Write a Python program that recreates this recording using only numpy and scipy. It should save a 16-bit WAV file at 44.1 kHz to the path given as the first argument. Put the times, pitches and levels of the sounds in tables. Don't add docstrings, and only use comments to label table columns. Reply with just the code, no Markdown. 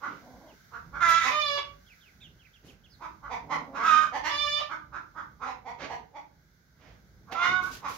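import sys
import numpy as np
from scipy import signal
from scipy.fft import rfft, irfft, next_fast_len
from scipy.io import wavfile
from scipy.ndimage import uniform_filter1d, map_coordinates

SR = 44100
rng = np.random.default_rng(int(sys.argv[2]) if len(sys.argv) > 2 else 0)


def store_wav(level_fs):
    pcm = np.round(np.clip(np.atleast_2d(level_fs), -1, 1) * 32767)
    wavfile.write(sys.argv[1], SR, pcm.T.astype(np.int16))


N = 351477
TOP_HZ = 15780


# frequency in Hz, relative level in dB.
RUMBLE_COLOUR = [(20, -38), (32, -20), (50, 4.5), (75, -1.5), (170, -3), (300, -16), (480, -19.5),
                 (1000, -28.5), (2500, -52), (8000, -70)]
HISS_COLOUR = [(400, -7), (1100, -7.5), (1550, 8.5), (1800, -3.5), (2100, 1.5), (2600, -15), (3500, -7),
               (6400, -6), (8400, -27), (11500, -15), (15500, -12)]
# time in seconds, level in dB.
RUMBLE_DRIFT = [(0, -63), (1.1, -59.5), (2.5, -64), (3.7, -59.5), (5.9, -61), (6.5, -66.5), (7.4, -59)]
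HISS_DRIFT = [(0, -61), (2.5, -65.5), (6.299, -70.5), (7.97, -61.5)]

# frequency in Hz, time to fall by 60 dB in seconds.
WALL_DECAY = [(200, 0.66), (800, 0.3), (2100, 0.33), (5500, 0.26), (12000, 0.2)]

# time of the top pitch in seconds, length after it in seconds, top pitch in Hz, level in dB.
FAR_CHIRPS = [(0.485, 0.049, 3350, -63), (1.872, 0.037, 3560, -61.5), (1.908, 0.044, 2710, -55.5),
              (2.013, .052, 3700, -60.5), (2.066, .045, 2730, -59), (2.214, 0.07, 3820, -51),
              (2.219, 0.022, 2750, -59), (2.399, 0.0414, 3380, -62), (2.456, 0.025, 2662, -57.5),
              (2.542, .039, 3500, -59.5), (2.691, 0.027, 3274, -56), (2.847, 0.028, 3470, -59),
              (2.906, 0.063, 5230, -60)]
CHIRP_FALL, CHIRP_FLICK = 0.68, 0.78
CHIRP_FLICK_S = 0.013

# loudest moment in seconds, level in dB, burst length in seconds.
LOW_THUMPS = [(.1, -54, 0.19), (.535, -58, 0.046), (1.099, -55, 0.083), (2.667, -58.5, .15),
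              (7.502, -47, 0.17), (7.66, -53.5, 0.24), (7.902, -49.5, 0.0473)]
CLAW_SCRAPES = [(.078, -57.5, 0.24), (2.667, -67, 0.18), (5.822, -39.5, 0.096), (6.85, -59, .2),
                (7.325, -37.5, 0.034)]
LEAF_RUSTLES = [(1.097, -39, .085), (1.222, -57, .04), (1.315, -54, 0.1), (2.667, -62, .15),
                (7.325, -52, .037), (7.643, -50.5, 0.16), (7.731, -46.5, .13), (7.895, -46.5, 0.095),
                (7.95, -49, 0.12)]
# frequency in Hz, relative level in dB.
THUMP_COLOUR = [(30, -28), (60, -3), (170, -2.5), (290, 1), (430, -6.5), (1000, -21), (3000, -63.5)]
SOIL_COLOUR = [(100, -29), (300, -4.5), (560, -0.5), (1200, -3.5), (2200, -4.5), (3500, -11.5),
               (6500, -18.5), (8600, -49.5), (16000, -44)]
LEAF_COLOUR = [(800, -60), (2500, 4), (6500, 3.5), (8600, -11), (11500, -3.5), (15500, -8.5)]
SCRAPE_THUMP_DB, RUSTLE_SOIL_DB = -15, -7.5

# middle in seconds, length in seconds, first pitch in Hz, last pitch in Hz, level in dB.
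SOFT_CROONS = [(0.331, 0.31, 236.3, 274.8, -54.5), (0.469, 0.17, 320.4, 313, -55.5),
               (3.56, .3, 149, 158, -48), (3.731, 0.19, 285.3, 253.7, -49), (3.926, 0.38, 232.4, 251, -49)]

# loudest moment in seconds, level in dB, throat resonance in Hz.
HOARSE_CLUCKS = [(.052, -28.5, 1260), (.754, -35, 1273), (.963, -31, 1300), (3.039, -33.5, 1070),
                 (3.258, -36, 1195), (3.33, -28.5, 890), (3.53, -22.5, 1009), (3.772, -27.5, 1200),
                 (3.815, -25.5, 1167), (4.158, -25, 850), (4.725, -29, 1275), (4.958, -31.5, 1324),
                 (5.187, -32, 1263), (5.439, -29.5, 1180), (5.485, -31, 878), (5.684, -32.5, 853),
                 (5.922, -30.5, 833), (6.171, -36, 823), (7.305, -42.5, 1210), (7.336, -34.5, 762.9),
                 (7.862, -27.5, 1080)]
HARSH_CATCHES = [(1.275, -20.5, 1053), (4.268, -23, 990), (7.452, -23, 1290)]
# frequency in Hz, relative level in dB.
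RASP_COLOUR = [(1000, -37.5), (1800, 6.5), (2150, 5), (2600, -7), (3100, -9), (3700, -10), (4500, -12.5),
               (6200, -13.5), (7300, -24), (8600, -43.5), (12000, -30.5), (16000, -43)]
BODY_COLOUR = [(80, -31), (270, -1), (400, 4), (600, -5), (850, -0.5), (1100, -1), (1500, 1), (1800, -4),
               (2600, -29.5)]
CLUCK_S = .055
RASP_DB, RASP_DB_PER_OCTAVE, RASP_PER_DB = -10.5, -9.5, 0.53
CATCH_RASP_DB = 1.5
THROAT_CLIMB_OCT_PER_S = 1.5
THROAT_WIDTH_HZ, WIDTH_GROWS = 392, 1.3

# time in seconds, pitch in Hz, level in dB.
WHINE_PATHS = [
    [(1.305, 568, -32), (1.319, 597.3, -32.5), (1.381, 600.7, -27), (1.433, 588.4, -35),
     (1.479, 574.6, -32), (1.581, 571.5, -31.5), (1.595, 578, -34)],
    [(4.29, 587.7, -40.5), (4.346, 579, -31.5), (4.4, 593.4, -39.5), (4.448, 587.2, -31),
     (4.51, 584.4, -38.5), (4.606, 601.3, -31), (4.615, 604, -28)],
]
# frequency in Hz, relative level in dB.
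WHINE_COLOUR = [(250, -18), (590, -2.5), (1180, 6.5), (1750, -9.5), (2350, -6.5), (2930, -8), (3500, -3),
                (4100, -15), (5250, -11.5), (5850, -27), (6500, -20), (7500, -41), (8600, -43.5),
                (14000, -40)]
WHINE_ROUGH = (0.26, 0.036, 0.39)
WHINE_CLEARS_S, WHINE_BREAK_S = 0.028, 0.02
WHINE_TREBLE_DB, WHINE_ARCH_DB = -34, 4

# start in seconds, attack in seconds, length in seconds, peak level in dB, starting pitch in Hz,
# settled pitch in Hz, moment of widest beak in seconds, level above 1.8 kHz then, in dB relative to the rest.
SQUAWK_CALLS = [(1.002, 0.032, 0.265, -20, 691, 663.2, 1.23, -0.5),
                (3.825, .042, .25, -18.5, 650.3, 619.7, 3.956, -11),
                (7.346, .07, 0.342, -24, 673.4, 735.7, 7.47, -7)]
# frequency in Hz, relative level in dB.
SQUAWK_COLOURS = [
    [(250, -34), (670, -27), (1000, -8.5), (1340, -0.5), (1670, -1.5), (2000, -12), (2330, -9), (2700, -23),
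     (3330, -17.5), (3670, -13.5), (4400, -23.5), (6700, -20), (8400, -42), (11500, -36.5), (15500, -45)],
    [(250, -46.5), (620, -30.5), (950, -13.5), (1250, 1), (1560, 0), (1870, -21), (2250, -17),
     (3100, -23.5), (3750, -19.5), (4400, -33), (5000, -25), (6900, -28), (8400, -48), (12000, -44.5)],
    [(250, -37), (730, -19), (900, -8.5), (1100, 3), (1460, -1), (1830, -26), (2280, -6), (2600, -17.5),
     (3700, -14), (4300, -23), (6500, -23), (8400, -50), (12000, -43)],
]
SQUAWK_RISE_DB, SQUAWK_SAG_DB_PER_S = 12, 43.5
SQUAWK_SETTLE = 1.5
SQUAWK_ROUGH = (.46, .18, .6)
SQUAWK_CLEARS_S, SQUAWK_BREAK_S = .08, .055
SQUAWK_RELEASE_DB = 4
BEAK_DB_PER_S = 56


def amp(db):
    return 10 ** (np.asarray(db) / 20)


def unit(x):
    return x / np.sqrt(np.mean(x ** 2) + 1e-20)


def along(points, hz):
    f, v = np.transpose(points)
    return np.interp(np.log(hz + 1), np.log(f + 1), v)


def filtered(x, response):
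    n = x.shape[-1]
    m = next_fast_len(n + 4096)
    return irfft(rfft(x, m) * response(np.fft.rfftfreq(m, 1 / SR)), m)[..., :n]


def coloured(x, spectrum):
    return unit(filtered(x, lambda hz: amp(along(spectrum, hz))))


def wobble(n, rate):
    knots = rng.standard_normal(int(n * rate / SR) + 4)
    return map_coordinates(knots, [np.arange(n) * rate / SR])


def curves(rows):
    s, *cols = np.transpose(rows)
    t = np.arange(round(s[0] * SR), round(s[-1] * SR)) / SR
    return [t] + [np.interp(t, s, c) for c in cols]


def over_time(rows):
    return np.interp(np.arange(N) / SR, *np.transpose(rows))


def fade(t, edge):
    return np.sin(np.pi / 2 * np.clip(np.minimum(t - t[0], t[-1] - t) / edge, 0, 1))


def swell(s, length, rise):
    t = np.arange(-SR // 8, SR // 4) / SR
    side_s = np.where(t < 0, rise * length, length / 2)
    return s + t, np.exp(-np.abs(t / side_s) ** 2.4)


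def add(track, t, sound):
    at = round(t[0] * SR) + np.arange(len(t))
    inside = (at >= 0) & (at < N)
    track[at[inside]] += sound[inside]


def background():
    mid, side = coloured(rng.standard_normal((2, N)), RUMBLE_COLOUR)
    rumble_db = over_time(RUMBLE_DRIFT) + 3.4 * wobble(N, 5.5)
    rumble = amp(rumble_db) * np.array([1.0 * mid + 0.34 * side, 1.55 * mid - 0.22 * side])
    hiss_db = over_time(HISS_DRIFT) + 1.2 * wobble(N, 4.7)
    hiss = amp(hiss_db) * amp([[-1.5], [1.5]]) * coloured(rng.standard_normal((2, N)), HISS_COLOUR)
    return rumble + hiss


def placed(x, left_db, right_db, wet_db, shade_db, shade_hz):
    hz, t, z = signal.stft(rng.standard_normal((2, SR // 2)), SR, nperseg=256)
    decay = amp(-60 * t / along(WALL_DECAY, hz)[:, None])
    tail = signal.istft(z * decay, SR, nperseg=256)[1]
    late = np.pad(x, (round(.007 * SR), 0))[None]
    walls = signal.fftconvolve(late, tail / np.linalg.norm(tail[0]), axes=1)[:, :N]

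    def left_path(hz):
        shade = shade_db * along([(600, 0), (shade_hz, 1), (7000, 1), (11000, 0)], hz)
        return amp(left_db + shade) * np.exp(2j * np.pi * hz * 2 / SR)

    direct = np.array([filtered(x, left_path), amp(right_db) * x])
    return direct + amp(wet_db) * amp([[-3], [3]]) * walls


def chirps(quaver=0.033, overtone=0.09):
    out = np.zeros(N)
    for s, length, top_hz, db in FAR_CHIRPS:
        start = (s - CHIRP_FLICK_S, CHIRP_FLICK * top_hz)
        t, hz = curves([start, (s, top_hz), (s + length, CHIRP_FALL * top_hz)])
        phase = 2 * np.pi * np.cumsum(hz * (1 + quaver * wobble(len(t), 906))) / SR
        whistle = np.sin(phase) + overtone * np.sin(2 * phase)
        add(out, t, amp(db) * fade(t, length / 2) * whistle)
    return out


def grain_bursts(rows, spectrum, grain_db, rise):
    out = np.zeros(N)
    for s, db, length in rows:
        t, envelope = swell(s, length, rise)
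        grains = rng.standard_normal(len(t)) * amp(grain_db * wobble(len(t), 600))
        add(out, t, amp(db) * envelope * coloured(grains, spectrum))
    return out


def thumps_and_raking():
    thumps = grain_bursts(LOW_THUMPS, THUMP_COLOUR, grain_db=3, rise=.25)
    thumps += amp(SCRAPE_THUMP_DB) * grain_bursts(CLAW_SCRAPES, THUMP_COLOUR, grain_db=-2, rise=0.14)
    soil = grain_bursts(CLAW_SCRAPES, SOIL_COLOUR, grain_db=1, rise=0.27)
    soil += amp(RUSTLE_SOIL_DB) * grain_bursts(LEAF_RUSTLES, SOIL_COLOUR, grain_db=4.5, rise=.2)
    leaves = np.array([grain_bursts(LEAF_RUSTLES, LEAF_COLOUR, grain_db=2.0, rise=.13) for _ in range(2)])
    return thumps, soil, leaves


def syrinx(pitch, rough, throat, doubling, jitter, hiss):
    n = len(pitch)
    hz = pitch * (1 + jitter * rough * wobble(n, 330) + 0.0025 * wobble(n, 25.55))
    hz = hz * (1 + .045 * rough * wobble(n, 55))
    phase = 2 * np.pi * np.cumsum(hz) / SR
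    tone = np.zeros(n)
    for k in np.arange(1, int(2 * TOP_HZ / pitch.max())) / 2:
        level_db = along(throat, k * pitch) + 1.9 * wobble(n, 14.1)
        order = np.exp(-4 * rough ** 2 * max(k - 3, 0))
        share = doubling if k % 1 else 1
        tone += amp(level_db) * order * share * np.sin(k * phase + rng.uniform(0, 2 * np.pi))
    turbulence = coloured(rng.standard_normal(n) * (1 + np.cos(phase)), throat)
    return unit(tone) + hiss * rough * turbulence


def croons():
    out = np.zeros(N)
    shut_beak = [(90, -26.0), (160, -4.5), (260, -1.0), (400, -15.0), (560, -3.0),
                 (780, -5), (1050, -10), (1600, -40), (4000, -48.5)]
    for s, length, from_hz, to_hz, db in SOFT_CROONS:
        t, pitch = curves([(s - length / 2, from_hz), (s + length / 2, to_hz)])
        hum = unit(syrinx(pitch, 0.35, shut_beak, doubling=0.12, jitter=0.18, hiss=3.0))
        add(out, t, amp(db) * fade(t, length / 2) * hum)
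    return out


def cluck(s, db, throat_hz, rasp_db, flap_hz=268, arch=.13, rise=.5):
    out = np.zeros(N)
    scatter, breathy = .085, .22
    t, envelope = swell(s, CLUCK_S, rise)
    n = len(t)
    opening = 1 + arch * (envelope - .75)
    flap_rate = flap_hz * opening * np.exp(scatter * (wobble(n, 200) + rng.normal()))
    clicks = np.diff(np.floor(np.cumsum(flap_rate) / SR), prepend=0)
    flaps = unit(clicks * amp(1 * wobble(n, 147.8))) + breathy * rng.standard_normal(n)
    resonance_hz = throat_hz * opening * 2 ** (THROAT_CLIMB_OCT_PER_S * (t - s))
    turn = np.exp(2j * np.pi * np.cumsum(resonance_hz) / SR)
    pole = np.exp(-np.pi * THROAT_WIDTH_HZ * (throat_hz / 10 ** 3) ** WIDTH_GROWS / SR)
    ring = (turn * signal.lfilter([1], np.poly([pole, pole]), flaps / turn)).real
    spacing_hz = 1220 * np.exp(.12 * rng.normal())
    piped = filtered(flaps, lambda hz: 1 / (1 - .45 * np.exp(-2j * np.pi * hz / spacing_hz)))
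    edge = amp(rasp_db) * np.sqrt(envelope) * coloured(piped, RASP_COLOUR)
    sound = envelope * (coloured(ring, BODY_COLOUR) + edge)
    add(out, t, amp(db) * sound * np.linalg.norm(envelope) / np.linalg.norm(sound))
    return out


def clucks():
    usual_db = np.mean([db for _, db, _ in HOARSE_CLUCKS])
    out = np.zeros(N)
    for s, db, throat_hz in HOARSE_CLUCKS:
        octaves = np.log2(throat_hz / 10 ** 3)
        rasp_db = RASP_DB + RASP_DB_PER_OCTAVE * octaves + RASP_PER_DB * (db - usual_db)
        out += cluck(s, db, throat_hz, rasp_db)
    for s, db, throat_hz in HARSH_CATCHES:
        out += cluck(s, db, throat_hz, CATCH_RASP_DB)
    return out


def hoarseness(t, stages, clears_s, break_s):
    onset, held, end = np.clip(stages, 0, 1)
    starting = np.exp(-((t - t[0]) / clears_s) ** 2)
    ending = np.exp(-((t[-1] - t) / break_s) ** 2)
    return held + (onset - held) * starting + (end - held) * ending


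def levelled(x):
    return x / np.sqrt(np.abs(uniform_filter1d(x ** 2, size=SR // 40)) + 1e-20)


def call(t, voice, db, edge_db):
    out = np.zeros(N)
    low = filtered(voice, lambda hz: 1 / (1 + (hz / 1800) ** 16))
    edge = amp(edge_db) * levelled(voice - low)
    add(out, t, amp(db) * fade(t, 0.006) * (levelled(low) + edge))
    return out


def whines():
    out = np.zeros(N)
    for rows in WHINE_PATHS:
        t, pitch, db = curves(rows)
        rough = hoarseness(t, WHINE_ROUGH, WHINE_CLEARS_S, WHINE_BREAK_S)
        voice = syrinx(pitch, rough, WHINE_COLOUR, doubling=.015, jitter=0.053, hiss=1.5)
        treble_db = WHINE_TREBLE_DB + WHINE_ARCH_DB * fade(t, (t[-1] - t[0]) / 2)
        out += call(t, voice, db, treble_db - db)
    return out


def squawks(stutter_db=4):
    out = np.zeros(N)
    for row, throat in zip(SQUAWK_CALLS, SQUAWK_COLOURS):
        s, attack, length, peak_db, from_hz, to_hz, widest, edge_db = row
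        age = np.arange(round(length * SR)) / SR
        t = s + age
        pitch = to_hz + (from_hz - to_hz) * np.exp(-(age / (SQUAWK_SETTLE * attack)) ** 2)
        rough = hoarseness(t, SQUAWK_ROUGH, SQUAWK_CLEARS_S, SQUAWK_BREAK_S)
        db = peak_db - np.maximum(SQUAWK_RISE_DB * (1 - age / attack), SQUAWK_SAG_DB_PER_S * (age - attack))
        db = db - SQUAWK_RELEASE_DB * np.exp(-((length - age) / SQUAWK_BREAK_S) ** 2)
        voice = syrinx(pitch, rough, throat, doubling=.36, jitter=.022, hiss=1.0)
        stutter = stutter_db * rough * wobble(len(t), 70)
        out += call(t, voice, db + stutter, edge_db - BEAK_DB_PER_S * np.abs(t - widest))
    return out


def scene():
    thumps, soil, leaves = thumps_and_raking()
    far = placed(chirps(), left_db=-3, right_db=4, wet_db=-5.5, shade_db=-1.5, shade_hz=1300)
    scraping = placed(soil, left_db=-2, right_db=2.5, wet_db=-2.5, shade_db=-8, shade_hz=1300)
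    near = placed(thumps + croons(), left_db=1.5, right_db=2.5, wet_db=-10.5, shade_db=-4, shade_hz=1300)
    clucking = placed(clucks(), left_db=-5.5, right_db=-4.5, wet_db=-6, shade_db=-12, shade_hz=1400)
    whining = placed(whines(), left_db=2, right_db=-1.5, wet_db=-2.5, shade_db=-22, shade_hz=2600)
    squawking = placed(squawks(), left_db=2.5, right_db=2.0, wet_db=-3.5, shade_db=-10, shade_hz=1310)
    return background() + far + leaves + scraping + near + clucking + whining + squawking


def record(dry):
    return filtered(dry, lambda hz: hz < TOP_HZ)


dry = scene()
out = record(dry)
store_wav(out)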